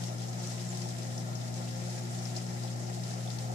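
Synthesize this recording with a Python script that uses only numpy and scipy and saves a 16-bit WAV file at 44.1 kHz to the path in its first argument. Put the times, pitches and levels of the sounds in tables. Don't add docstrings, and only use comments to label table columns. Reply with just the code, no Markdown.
import sys
import numpy as np
from scipy import signal
from scipy.fft import rfft, irfft, next_fast_len
from scipy.io import wavfile
from scipy.ndimage import uniform_filter1d, map_coordinates

SR = 44100
rng = np.random.default_rng(int(sys.argv[2]) if len(sys.argv) > 2 else 0)


def bounce(signal):
    frames = np.transpose(np.atleast_2d(signal))
    limited = np.clip(frames, -1, 1)
    pcm = np.round(limited * 32767).astype(np.int16)
    wavfile.write(sys.argv[1], SR, pcm)


N = 156114

# (multiple of the mains [x], level [dB], left minus right [dB], left lead [rad], waver [dB])
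HUM_TONES = [(2, -38.5, 3.5, 0.15, 0.5), (3, -46, 0.5, 0.19, 1.53), (4, -52, -0.5, 0.99, 1.8),
             (5, -62.5, 2, .61, 3), (6, -60.5, 7.5, 0.023, 3.5), (7, -64.5, -3, 0.83, 2.5),
             (10, -76, -11, 0.1, 4.5), (15, -76.5, -5, 0.1, 3.5)]
# (pitch [Hz], half-width [Hz], level [dB], left minus right [dB])
CABINET_NOTES = [(158.5, 9.9, -58.5, -3), (356.8, 11, -59, 3), (461, 12, -69.5, 13.5), (524.4, 6, -59, 2),
                 (1037, 6.4, -74.5, 14), (1268, 8.3, -74.5, 11)]
RUMBLE_COLOUR = [(25, -103, -99), (45, -89, -89), (70.4, -79, -85), (94, -81.5, -80), (120, -73.5, -71),
                 (161, -63.5, -68.5), (188, -68.5, -76.5), (260, -80.5, -84.5), (346, -75, -73.5),
                 (480, -82.5, -87.5), (550, -74, -80.5), (680, -77.5, -72.5), (793, -72, -79.5),
                 (840, -77.5, -81.5), (877, -83.5, -84), (1220, -86, -90), (1410, -77.5, -81.5),
                 (1475, -95, -90), (1850, -82, -87.5)]
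# (frequency [Hz], likeness [0 to 1])
RUMBLE_LIKENESS = [(30, .4), (100, 1), (190, 0.89), (260, 1), (350, 0.15), (600, 0.25), (780, 1),
                   (1000, 0.25), (1400, 0.63), (1900, 0.079)]
# (frequency [Hz], left lead [rad])
PIPE_LEFT_LEAD = [(60, 0.4), (180, 1.13), (260, 0.66), (420, 1.9), (540, -.5), (780, -2), (920, -2.5),
                  (1500, -3)]
# (pitch [Hz], relative level [dB], left minus right [dB])
DRAIN_NOTES = [(639.4, -5, 5), (688, -5, 3), (744.6, -3.5, 0.5), (782.6, -8, 3.5), (842.6, -6, 4.5),
               (873, -4.5, 0.5)]
# (time [s], level before each note's own is added [dB])
AIR_GULPS = [(0.085, -41), (0.275, -42), (0.723, -41), (0.852, -36.5), (1.168, -38.5), (1.874, -41),
             (1.94, -46), (2.36, -39), (2.632, -38), (2.878, -39.5), (2.965, -38), (3.262, -39),
             (3.418, -43), (3.49, -36.5)]
TRICKLE_COLOUR = [(1870, -83, -91.5), (2380, -90, -90), (3520, -87.5, -91), (3760, -85.5, -91),
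                  (4660, -85, -90.5), (5190, -79.5, -90), (6300, -84, -87), (6900, -83, -85),
                  (7600, -93, -82.5), (8970, -94.5, -91), (10540, -95, -94.5), (12700, -101, -100),
                  (14800, -107, -106)]
# (time [s], level [dB])
TRICKLE_SWELLS = [(0.0, -46), (0.06, -46.5), (0.14, -51), (0.2, -48), (0.31, -51), (0.51, -45), (0.58, -47),
                  (0.675, -49.5), (0.71, -47.5), (0.82, -46), (0.95, -50), (1.02, -47.5), (1.14, -49.5),
                  (1.27, -51.5), (1.4, -49.5), (1.52, -50.5), (1.68, -48.5), (1.77, -49.5), (1.98, -46.5),
                  (2.06, -50.5), (2.14, -46.5), (2.39, -47.5), (2.55, -49.5), (2.7, -49), (2.77, -50.5),
                  (3.02, -50), (3.06, -48), (3.24, -48), (3.54, -50)]
# (frequency [Hz], share [0 to 1])
SWELL_SHARE = [(1500, 0.85), (3000, 0.82), (5500, 0.85), (9000, 0.95), (14000, 0.31)]
# (time [s], level [dB], pitch [Hz], half-width [octaves], left minus right [dB])
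LOUD_DRIPS = [(0.037, -32, 4770, 0.6, -3), (0.068, -35, 5970, 0.1, 13.5), (0.183, -40, 5800, .25, 5),
              (0.236, -39, 4700, .4, 3), (0.437, -34.5, 5130, 0.19, 7), (0.471, -38, 6100, 0.13, 14),
              (0.688, -34, 7200, 0.027, -10), (0.703, -33.5, 7000, 0.034, -3),
              (0.747, -38, 5000, 0.088, 10), (0.772, -34, 5830, 0.28, 5), (0.818, -33.5, 5430, 0.15, 5),
              (0.886, -37, 7500, 0.35, -3), (1.030, -37, 5170, 0.34, 11), (1.178, -31.5, 5500, 0.18, 9),
              (1.351, -36, 6550, .05, 6), (1.354, -36, 5540, .05, 10), (1.478, -36.5, 4700, .4, 2),
              (1.54, -37, 5370, 0.3, 9), (1.882, -42, 5400, 0.42, 3), (1.961, -37, 6500, 0.24, -1),
              (2.187, -37.5, 5340, .3, 10), (2.254, -35, 5250, 0.13, 10), (2.364, -28.5, 5300, 0.17, 10.5),
              (2.373, -36, 6940, 0.12, -8), (2.465, -40, 5300, 0.27, 6), (2.636, -37.5, 5400, 0.25, 11),
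              (2.898, -40.5, 1950, 0.26, 5), (2.946, -38, 5200, .55, 5), (3.035, -33, 5000, 0.3, 6),
              (3.106, -36, 4600, 0.25, 8), (3.130, -43, 5350, .3, 3), (3.275, -42, 3460, .07, -11),
              (3.302, -35.5, 4650, .3, 10), (3.386, -32, 5070, 0.33, 3)]

MAINS_HZ = 60
RUMBLE_DB, SURGE_DB, SURGE_HZ = -0.55, 1.05, 398
CROSSOVER_HZ, TOP_HZ = 1805, 14600
PIPE_T60_S, ROOM_T60_S = 0.14, 0.15
MURMUR_DB, GULP_ATTACK_S, GULP_DETUNE = -56, 0.008, 0.012
POPS_PER_S, POPS_DB, POP_SPREAD_DB = 420, -4, 3.5
POP_CYCLES, POP_DIRECT_GAIN = 7.5, 0.33
FIZZ_DB, FLICKER_DB = -2.5, 0.5
WHINE_HZ, WHINE_DB = 14000, -74
DRIP_ATTACK_S, DRIP_T60_S, DRIP_TAIL_DB = 0.0015, 0.02, -16
TICK_DB, TICK_HZ, TICK_OCTAVES, TICK_T60_S = -14.5, 4200, 0.45, 0.017


def amp(db):
    return 10 ** (np.asarray(db) / 20)


def unit(x):
    return x / np.sqrt(np.mean(x ** 2) + 1e-20)


def pan(db):
    return amp([[db / 2], [-db / 2]])


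def phase_pair(lead):
    return lead * np.array([[0.5], [-0.5]])


def look_up(table, hz, column=1):
    columns = np.transpose(table)
    return np.interp(np.log(hz + 1), np.log(columns[0] + 1), columns[column])


def ear_gains(table, hz):
    return amp([look_up(table, hz, column=1), look_up(table, hz, column=2)]) * np.sqrt(SR / 2)


def wobble(per_s):
    return map_coordinates(rng.standard_normal(int(N * per_s / SR) + 4), [np.arange(N) * per_s / SR])


def filtered(x, response):
    size = x.shape[-1]
    padded = next_fast_len(size + SR // 10)
    return irfft(rfft(x, padded) * response(np.fft.rfftfreq(padded, 1 / SR)), padded)[..., :size]


def low_share(hz):
    return 1 / (1 + (hz / CROSSOVER_HZ) ** 8)


def pump_hum():
    t, out = np.arange(N) / SR, np.zeros((2, N))
    for multiple, db, side_db, lead, waver_db in HUM_TONES:
        phase = 2 * np.pi * (multiple * MAINS_HZ * t + rng.random()) + 0.017 * wobble(per_s=5.2)
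        gain = np.sqrt(2) * amp(db + waver_db * wobble(per_s=6.88))
        out += gain * pan(side_db) * np.sin(phase + phase_pair(lead))
    return out


def cabinet_ring():
    out = np.zeros((2, N))
    for hz, width, db, side_db in CABINET_NOTES:
        swirl = rng.standard_normal(N) + 0.33 * rng.standard_normal((2, N))
        note = filtered(swirl, lambda f: 1 / (1 + ((f - hz) / width) ** 2))
        out += amp(db) * pan(side_db) * unit(note)
    return out


def water_rumble():
    def stereo_spread(hz):
        angle = np.arccos(np.clip(look_up(RUMBLE_LIKENESS, hz), -1, 1)) / 2
        return np.array([np.cos(angle), np.sin(angle)])

    def colour(hz):
        phase_shift = np.exp(1j * phase_pair(look_up(PIPE_LEFT_LEAD, hz)))
        return ear_gains(RUMBLE_COLOUR, hz) * np.sqrt(low_share(hz)) * phase_shift

    mid, side = filtered(rng.standard_normal((2, N)), stereo_spread)
    noise = np.array([mid + side, mid - side])
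    swing = amp(SURGE_DB * wobble(per_s=16)) - 1
    surge = filtered(noise * swing, lambda hz: hz ** 2 / (hz ** 2 + SURGE_HZ ** 2))
    return amp(RUMBLE_DB) * filtered(noise + surge, colour)


def drain():
    t, out = np.arange(SR // 4) / SR, np.zeros((2, N + SR))
    envelope = (1 - np.exp(-t / GULP_ATTACK_S)) * amp(-60 * t / PIPE_T60_S)
    for hz, note_db, side_db in DRAIN_NOTES:
        phase = 2 * np.pi * hz * t + phase_pair(look_up(PIPE_LEFT_LEAD, hz))
        gain = amp(note_db) * pan(side_db)
        bubbles = rng.standard_normal(N + len(t) - 1) + 0.66 * rng.standard_normal((2, N + len(t) - 1))
        murmur = signal.fftconvolve(bubbles, envelope * np.sin(phase), "valid", axes=1)
        out[:, :N] += amp(MURMUR_DB) * gain * unit(murmur)
        for start_s, db in AIR_GULPS:
            extra_cycles = rng.random() + GULP_DETUNE * rng.standard_normal() * hz * t
            note = np.sin(phase + 2 * np.pi * extra_cycles)
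            out[:, round(start_s * SR):][:, :len(t)] += amp(db) * gain * envelope * note
    return out[:, :N]


def fizz(patch_db):
    spectrum = signal.stft(rng.standard_normal((2, N)), nperseg=512)[2]
    patches = rng.standard_normal(spectrum.shape[1:])
    for axis in (0, 1):
        patches = uniform_filter1d(patches, size=8, axis=axis)
    hiss = signal.istft(spectrum * amp(patch_db * unit(patches)), nperseg=512)[1]
    return unit(hiss[:, :N])


def bubble_pops(spots=12, size=400):
    t, echo_t = np.arange(size) / SR, np.arange(SR // 5) / SR
    out = np.zeros((2, N))
    for _ in range(spots):
        echo = rng.standard_normal((2, len(echo_t))) * amp(-60 * echo_t / ROOM_T60_S)
        echo /= np.linalg.norm(echo[0])
        echo[[0, 1], rng.integers(0, 20, 2)] += POP_DIRECT_GAIN
        when, pitch, strength = rng.random((int(POPS_PER_S * N / SR / spots), 3)).T[:, :, None]
        hz = 1300 + 11500 * pitch
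        pop_db = POP_SPREAD_DB * np.minimum(-np.log(1 - strength), 3)
        pops = amp(pop_db - 60 * t * hz / POP_CYCLES) * np.sin(2 * np.pi * hz * t) * np.sqrt(hz)
        positions = (when * N).astype(int) + np.arange(size)
        crackle = np.bincount(positions.ravel(), pops.ravel())
        out += signal.fftconvolve(np.pad(crackle, (0, N))[None, :N], echo, axes=1)[:, :N]
    return unit(out) * np.sqrt(2 * TOP_HZ / SR)


def trickle():
    times, levels_db = np.transpose(TRICKLE_SWELLS)
    level_db = np.interp(np.arange(N) / SR, times, levels_db)
    swing_db = level_db - level_db.mean() + FLICKER_DB * wobble(per_s=40.2)
    water = amp(FIZZ_DB) * fizz(patch_db=0.8) + amp(POPS_DB) * bubble_pops()
    swell = filtered(water * (amp(swing_db) - 1), lambda hz: look_up(SWELL_SHARE, hz))
    return filtered(water + swell, lambda hz: ear_gains(TRICKLE_COLOUR, hz) * np.sqrt(1 - low_share(hz)))


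def whine():
    tone = np.sqrt(2) * np.sin(2 * np.pi * WHINE_HZ * np.arange(N) / SR)
    return amp(WHINE_DB) * tone * amp([[-22], [3]])


def scattered_note(hz, octaves, size):
    noise = rng.standard_normal((2, size))
    return unit(filtered(noise, lambda f: 1 / (1 + (np.log2((f + 1) / hz) / octaves) ** 2)))


def drips():
    t, out = np.arange(SR // 4) / SR, np.zeros((2, N + SR))
    bubble_fade = amp(-60 * t / DRIP_T60_S)
    room_fade = amp(DRIP_TAIL_DB - 60 * t / ROOM_T60_S)
    envelope = (1 - np.exp(-t / DRIP_ATTACK_S)) * np.hypot(bubble_fade, room_fade)
    for start_s, db, hz, octaves, side_db in LOUD_DRIPS:
        note = unit(envelope * scattered_note(hz, octaves, len(t))) * np.sqrt(np.mean(envelope ** 2))
        tick = amp(TICK_DB - 60 * t / TICK_T60_S) * scattered_note(TICK_HZ, TICK_OCTAVES, len(t))
        out[:, round(start_s * SR):][:, :len(t)] += amp(db) * (pan(side_db) * note + tick)
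    return out[:, :N]


def scene():
    return pump_hum() + cabinet_ring() + water_rumble() + drain() + trickle() + whine() + drips()


def record(dry):
    return filtered(dry, lambda hz: hz < TOP_HZ)


dry = scene()
out = record(dry)
bounce(out)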